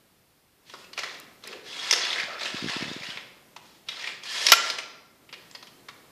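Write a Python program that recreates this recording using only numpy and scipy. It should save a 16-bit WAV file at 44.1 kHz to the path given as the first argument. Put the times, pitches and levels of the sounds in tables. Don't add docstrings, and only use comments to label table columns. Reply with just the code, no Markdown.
import sys
import numpy as np
from scipy import signal
from scipy.io import wavfile
from scipy.ndimage import uniform_filter1d

SR = 44100
rng = np.random.default_rng(int(sys.argv[2]) if len(sys.argv) > 2 else 0)


def output_pcm(signal):
    pcm = np.clip(np.atleast_2d(signal).T, -1, 1) * 32767
    wavfile.write(sys.argv[1], SR, np.round(pcm).astype(np.int16))


N = 269759
EDGE_HZ = 14750


def gain_of(db):
    return 10 ** (np.asarray(db) / 20)


def evened(x):
    return x / np.sqrt(np.mean(x ** 2) + 1e-20)


def read(points, hz):
    f, value = np.transpose(points)
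    return np.interp(np.log(hz + 1), np.log(f + 1), value)


def add(mix, s, sound):
    part = mix[max(round(s * SR), 0):][:len(sound)]
    part += sound[:len(part)]


def colour(x, points, size=2048):
    curve_db = read(points, abs(np.fft.fftfreq(size, 1 / SR)))
    log_gain = np.log(gain_of(curve_db))
    taps = np.fft.ifft(np.exp(np.conj(signal.hilbert(log_gain)))).real
    return signal.oaconvolve(x, taps)[:len(x)]


def band(x, edges, order=4):
    return signal.sosfilt(signal.butter(order, edges, "band", fs=SR, output="sos"), x)


def resonate(x, hz, width):
    return signal.lfilter(*signal.iirpeak(hz, hz / max(width, 1), fs=SR), x)


# f/Hz, relative level/dB
HISS_EQ = [(30, 5.5), (140, 7.5), (250, 0.5), (1000, -4), (5000, -7), (6200, -13), (14500, -9)]
HISS_DB = -64.5
# f/Hz, relative level/dB
RUMBLE_EQ = [(40, -9), (70, -15.5), (135, -0.5), (320, -1.5), (600, -7), (1300, -12), (9000, -21)]
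# t/s, rms level/dB
RUMBLE_LEVEL = [(0, -64.5), (.5, -70), (.8, -57), (3.5, -58.5), (5.101, -63.5), (5.4, -56.5), (6.1, -56)]


def background():
    hiss, rumble = rng.standard_normal((2, N))
    rumble_db = np.interp(np.arange(N) / SR, *np.transpose(RUMBLE_LEVEL))
    steady = gain_of(HISS_DB) * evened(colour(hiss, HISS_EQ))
    return steady + gain_of(rumble_db) * evened(colour(rumble, RUMBLE_EQ))


# f/Hz, t60/s, relative level/dB
ROOM = [(154.3, 1.3, 9.5), (497.4, 1.09, 0.5), (1320, 0.9, -1.5), (3043, 0.65, 0.5), (5660, 0.73, -3),
        (7500, 0.42, 5), (12800, 0.12, 5)]


def room(x, wet_db=-2, build_up=0.0038):
    rows = np.array(ROOM)
    hz, t, z = signal.stft(rng.standard_normal(SR), SR, nperseg=256)
    start_db = read(rows[:, ::2], hz)[:, None]
    t60 = read(rows[:, :2], hz)[:, None]
    tail = signal.istft(z * gain_of(start_db - 60 * t / t60), SR, nperseg=256)[1]
    tail = tail * (1 - np.exp(-np.arange(len(tail)) / SR / build_up))
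    return gain_of(wet_db) * signal.fftconvolve(x, tail / np.linalg.norm(tail))[:N]


# t/s, peak level of the push before the band-pass/dB
BUMPS = [(2.238, -39), (2.5453, -25), (2.626, -25), (2.644, -21), (2.6623, -23), (2.675, -30),
         (2.695, -31.5), (2.766, -22), (2.81, -32), (2.8262, -21.5), (2.854, -31), (2.868, -34),
         (2.881, -31), (2.903, -35), (2.9153, -25.5), (2.965, -27.5), (3.01, -37), (3.089, -35),
         (3.161, -42)]


def bumps(hz=240, octaves_per_db=0.025, scatter_octaves=0.14, knock_db=-25, low_hz=80):
    out, t = np.zeros(N), np.arange(-SR // 50, SR // 50) / SR
    hardest_db = max(db for s, db in BUMPS)
    for s, db in BUMPS:
        octaves = octaves_per_db * (db - hardest_db) + scatter_octaves * rng.standard_normal()
        turn = np.pi * hz * 2 ** octaves * t
        push = np.exp(-turn ** 2)
        rebounding = (1 - 2 * turn ** 2) * push
        knock = evened(band(rng.standard_normal(len(t)), (300, 800), order=2)) * np.sqrt(push)
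        add(out, s + t[0], gain_of(db) * (rebounding + gain_of(knock_db) * knock))
    return band(out, (low_hz, EDGE_HZ))


# t/s, peak level/dB
TICKS = [(1.2, -32.5), (1.475, -27)]


def ticks(t60=0.0076, low_hz=3500, size=600):
    out, t = np.zeros(N), np.arange(size) / SR
    for s, db in TICKS:
        tick = band(rng.standard_normal(size) * gain_of(-60 * t / t60), (low_hz, EDGE_HZ), order=2)
        add(out, s, gain_of(db) * tick / abs(tick).max())
    return out


# t/s, f/Hz, starting peak level/dB, t60/s
PING = (5.512, 7375, -61, 0.36)


def ping():
    s, hz, db, t60 = PING
    out, t = np.zeros(N), np.arange(SR // 2) / SR
    add(out, s, gain_of(db - 60 * t / t60) * np.sin(2 * np.pi * hz * t))
    return out


# t/s, length/s, f/Hz, width/Hz, level before fades and mix/dB
SQUEALS = [(0.808, 0.12, 2630, 140, -63), (1.428, 0.17, 397, 280, -49.5), (1.66, 0.23, 3450, 600, -45),
           (2.269, 0.11, 630, 220, -45.5), (2.27, 0.125, 1280, 200, -42.5), (4.27, 0.18, 1760, 50.7, -42.5),
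           (4.272, 0.13, 3230, 99.3, -41.5)]


def pulley():
    out = np.zeros(N)
    for s, length, hz, width, db in SQUEALS:
        rub = rng.standard_normal(round(length * SR))
        tone = resonate(resonate(rub, hz, width), hz, width)
        add(out, s, gain_of(db) * evened(tone) * signal.windows.tukey(len(tone), .3))
    return out


# f/Hz, relative level/dB
SLAT_MODES = [(1010, 0), (1320, -4.5), (1770, -6), (2120, -5), (3360, -3.5), (5050, -10.5), (6750, -0.5)]
SLAT_WIDTH_HZ = 61


def slat_body(x, strength_db=0):
    return x + sum(gain_of(db + strength_db) * resonate(x, hz, SLAT_WIDTH_HZ) for hz, db in SLAT_MODES)


# t/s, length/s, level at start before mix/dB, level at end before mix/dB, treble tilt/(dB per octave)
STROKES = [(0.647, 0.17, -51.5, -53, 4.5), (0.957, 0.19, -38, -46, 1.5), (1.422, .12, -40.5, -46.5, 0.9),
           (1.63, 0.31, -44, -29.5, 2.5), (1.936, 0.28, -30.5, -33.5, 0.9), (2.263, 0.13, -47, -42, -0.5),
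           (2.367, 0.1, -37.5, -30.5, 1), (2.506, 0.24, -36.5, -36, 1.5), (2.656, 0.35, -32.5, -42.5, 1),
           (3.005, 0.17, -36, -43, 1.5), (3.614, 0.14, -53.5, -60.5, 4.5), (3.858, 0.22, -45.5, -36.5, 1.5),
           (4.22, 0.059, -37, -38, 3), (4.271, 0.2, -35, -26, 4), (4.557, 0.13, -36, -33, 2.5),
           (5.362, 0.29, -56, -67, 1.5)]
CATCH_S, SETTLE_T60 = .042, 0.33


def motion(t):
    power, tilt = np.full(len(t), 1e-14), np.zeros(len(t))
    for s, length, start_db, end_db, tilt_db in STROKES:
        db = np.interp(t, [s, s + length], [start_db, end_db])
        db = db - 60 * np.maximum(t - s - length, 0) / SETTLE_T60
        stroke = (np.clip((t - s) / CATCH_S, 0, 1) * gain_of(db)) ** 2
        power, tilt = power + stroke, tilt + stroke * tilt_db
    return np.sqrt(power), tilt / power


def clacks(per_s=170, spread_db=3, t60=0.019, resonance_db=15, width_hz=150, low_hz=1500, high_hz=5500,
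           count=60, size=1500):
    out, t = np.zeros(N), np.arange(size) / SR
    bursts = rng.standard_normal((count, size)) * gain_of(-60 * t / t60)
    pitches = np.geomspace(low_hz, high_hz, count)
    rings = [evened(burst + gain_of(resonance_db) * resonate(burst, hz, width_hz))
             for burst, hz in zip(bursts, pitches)]
    slat, force = rng.integers(0, count, N), np.minimum(rng.exponential(1, N), 2)
    times = np.cumsum(rng.gamma(2, .5 / per_s, N))
    for i in np.round(times[times < N / SR - 1 / SR] * SR).astype(int):
        add(out, i / SR, gain_of(spread_db * force[i]) * rings[slat[i]])
    return evened(out)


# f/Hz, relative level/dB
CHATTER_EQ = [(100, -35.5), (156, -24.5), (237, -16), (622, -4.5), (840, -7), (1550, -5), (1800, -3),
              (5000, -6.5), (6100, -15.5), (8610, -26), (12400, -35), (14500, -60.5)]


def chatter(level_db=0, ticks_per_s=350, spread_db=2.0, tick_t60=0.082, rub=0.96, clack_share=0.62,
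            blur_per_tilt=0.2, patchy_db=1.9):
    t = np.arange(N) / SR
    level, tilt = (np.interp(t, t[::64], control) for control in motion(t[::64]))
    struck = rng.random(N) < ticks_per_s / SR
    sizes = gain_of(spread_db * np.minimum(rng.exponential(1, N), 4)) * struck
    power = signal.lfilter([1], [1, -10 ** (-6 / (tick_t60 * SR))], sizes ** 2)
    slide = evened(np.sqrt(power / power.mean() + rub) * rng.standard_normal(N))
    share = np.clip(clack_share - blur_per_tilt * tilt, 0, .8)
    blend = np.sqrt(1 - share) * slide + np.sqrt(share) * clacks()
    hz, frame_s, z = signal.stft(slat_body(colour(blend, CHATTER_EQ)), SR, nperseg=256)
    patches = uniform_filter1d(rng.standard_normal(z.shape), 4, axis=0)
    patches = evened(uniform_filter1d(patches, 8, axis=1))
    octaves = np.log2(np.clip(hz, 700, 10000) / 2800)[:, None]
    tilt_db = octaves * np.interp(frame_s, t, tilt)
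    slats = evened(signal.istft(z * gain_of(patchy_db * patches + tilt_db), SR, nperseg=256)[1][:N])
    return gain_of(level_db) * level * slats


# t/s, level at 1.8-4.4 kHz before trim and envelope/dB,
# body relative to that level/dB, edge relative to that level/dB, main resonance f/Hz
CLICKS = [(0.6963, -38, -8.5, -9, 3350), (0.7365, -38, 7.5, -6, 1000), (0.8405, -43, -9, -7, 2700),
          (0.9306, -33.5, -10, -6.5, 4460), (0.9759, -23, -5, -10, 2500), (0.9885, -22.5, -7, -5.5, 2290),
          (1.0329, -23, -4.5, -10.5, 1900), (1.4367, -35.5, -6, -6, 3870), (1.5279, -34, -3, -12, 2716),
          (1.791, -28, -11, -9, 3350), (1.9095, -9, -15.5, 3, 5380), (1.9261, -14, -5, 3.5, 5300),
          (1.9322, -12.5, -11, -2, 5230), (2.0485, -20.5, -21, -9.5, 3480), (2.1026, -18.5, -22, -20, 3650),
          (2.128, -19, -15, -16, 3380), (2.198, -20.5, -18, -15, 2200), (2.431, -25, -16, -8.5, 3900),
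          (2.455, -23, -9, -14, 2640), (2.695, -25.5, -7, -12, 3350), (2.931, -41.5, -10, 7.5, 6500),
          (3.1015, -29, -12, -13.5, 3030), (3.1712, -27.5, -7.5, -31.5, 2340), (3.5623, -35.5, 1, -8, 770),
          (3.8857, -21, -16.5, -12, 3600), (4.0395, -24.5, -15, -20, 1920), (4.072, -21.5, -13, -20, 2400),
          (4.2339, -33, -8.5, -4, 3270), (4.4653, -8.5, -20.5, -0.5, 5430), (4.484, -11.5, -15, -7, 5020),
          (4.4986, -14.5, -11, -0.5, 5180), (4.6988, -18.5, -12.5, -4.5, 4900),
          (4.784, -22, -8, -7.5, 2440), (5.2900, -41, -10, -20, 2500), (5.3259, -32, -7.5, -12, 4400),
          (5.336, -32.5, -11, -15, 2400), (5.5113, -44.5, -5, 4.5, 7540), (5.5487, -31.5, -7.5, -7.5, 4860),
          (5.6253, -37.5, -2.5, -7, 4258), (5.6693, -41, -17, -8, 3200), (5.8846, -32, -2.5, -11, 1230)]
# low f/Hz, high f/Hz
CLICK_BANDS = [(300, 1400), (1800, 4400), (4700, 8500), (8500, 14500)]
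# f/Hz, level/dB
SNAP_EQ = [(100, -13), (400, -4.5), (700, -6.5), (1100, -1), (6000, -1.5), (7800, -15), (12000, -12.5),
           (14500, -32.5)]
FIZZ_DB, FIZZ_PER_EDGE = -19.5, 0.61


def clicks(level_db=-4, rise=0.00096, contact=0.0015, soft_t60=0.052, hard_t60=0.017, resonance_db=9,
           width_hz=320, shared_db=-6, size=6000):
    out, t = np.zeros(N), np.arange(size) / SR
    for s, db, body_db, edge_db, hz in CLICKS:
        t60 = np.interp(edge_db, [-8, 3], [soft_t60, hard_t60])
        shape = (1 - np.exp(-t / rise)) * gain_of(-60 * np.maximum(t - contact, 0) / t60)
        ring = slat_body(colour(rng.standard_normal(size) * shape, SNAP_EQ), shared_db)
        ring = ring + gain_of(resonance_db) * resonate(ring, hz, width_hz)
        fizz_db = FIZZ_DB + FIZZ_PER_EDGE * edge_db
        parts = zip(CLICK_BANDS, (body_db, 0, edge_db, fizz_db))
        strike = sum(gain_of(part_db) * evened(band(ring, edges)) for edges, part_db in parts)
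        add(out, s, gain_of(db + level_db) * np.std(shape) * strike)
    return out


# t/s, blow level before trim and envelope/dB
LANDING = [(4.5191, -2.5), (4.5251, -11), (4.5336, -11)]
# f/Hz, relative level/dB
CRACK_EQ = [(60, -51), (280, -12.5), (800, -8), (1400, -3.5), (2200, 0), (3500, -1), (5800, -2),
            (7300, -11.5), (9300, -23), (11500, -11.5), (14500, -17)]
# f/Hz, level before swell and damping/dB, undamped t60/s
BOTTOM_RAIL = [(1077, -13, 0.088), (1373, -6.5, 0.85), (2060, -13.5, 0.068), (2435, -7, 0.096),
               (3030, -8, 0.05)]


def landing(crack_db=-0.5, rise=0.00018, contact=.003, crack_t60=0.019, ring_rise=0.013, rest_after=0.0025,
            rest_t60=0.03, linger_db=-21, beat_hz=19):
    cracks, rings, t = np.zeros(N), np.zeros(N), np.arange(SR) / SR
    shape = (1 - np.exp(-t / rise)) * gain_of(-60 * np.maximum(t - contact, 0) / crack_t60)
    for s, blow_db in LANDING:
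        crack = np.std(shape) * evened(colour(rng.standard_normal(len(t)) * shape, CRACK_EQ))
        add(cracks, s, gain_of(blow_db + crack_db) * crack)
    ring = sum(gain_of(db - 60 * t / t60) * np.sin(2 * np.pi * hz * t) for hz, db, t60 in BOTTOM_RAIL)
    first_s, last_s = LANDING[0][0], LANDING[-1][0]
    lying_s = np.maximum(t + contact - (last_s - first_s) - rest_after, 0)
    damper = gain_of(-60 * lying_s / rest_t60) + gain_of(linger_db) * np.cos(np.pi * beat_hz * lying_s)
    add(rings, first_s + contact, ring * (1 - np.exp(-t / ring_rise)) * damper)
    return cracks, rings


def scene(click_room_db=-3, chatter_room_db=-3, rail_room_db=-8, ring_room_db=-10, direct_db=-1,
          slat_low_hz=170, rail_low_hz=450):
    strikes = clicks() + ping()
    slats = band(chatter() + pulley(), (slat_low_hz, EDGE_HZ), order=3)
    crack, ring = landing()
    radiated_crack = gain_of(rail_room_db) * band(crack, (rail_low_hz, EDGE_HZ), order=2)
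    radiated = radiated_crack + gain_of(ring_room_db) * ring
    echo = room(gain_of(click_room_db) * strikes + gain_of(chatter_room_db) * slats + radiated)
    blinds = strikes + gain_of(direct_db) * slats + crack + ring
    mono = blinds + echo + ticks() + bumps() + background()
    return np.array([mono, mono])


def record(dry, self_noise_db=-86, low_cut_hz=70):
    clipped = np.clip(dry + gain_of(self_noise_db) * rng.standard_normal(dry.shape), -1, 1)
    thinned = signal.sosfilt(signal.butter(1, low_cut_hz, "high", fs=SR, output="sos"), clipped)
    low_pass = signal.firwin(255, EDGE_HZ, window=("kaiser", 8), fs=SR)
    return signal.oaconvolve(thinned, low_pass[None], "same")


dry = scene()
out = record(dry)
output_pcm(out)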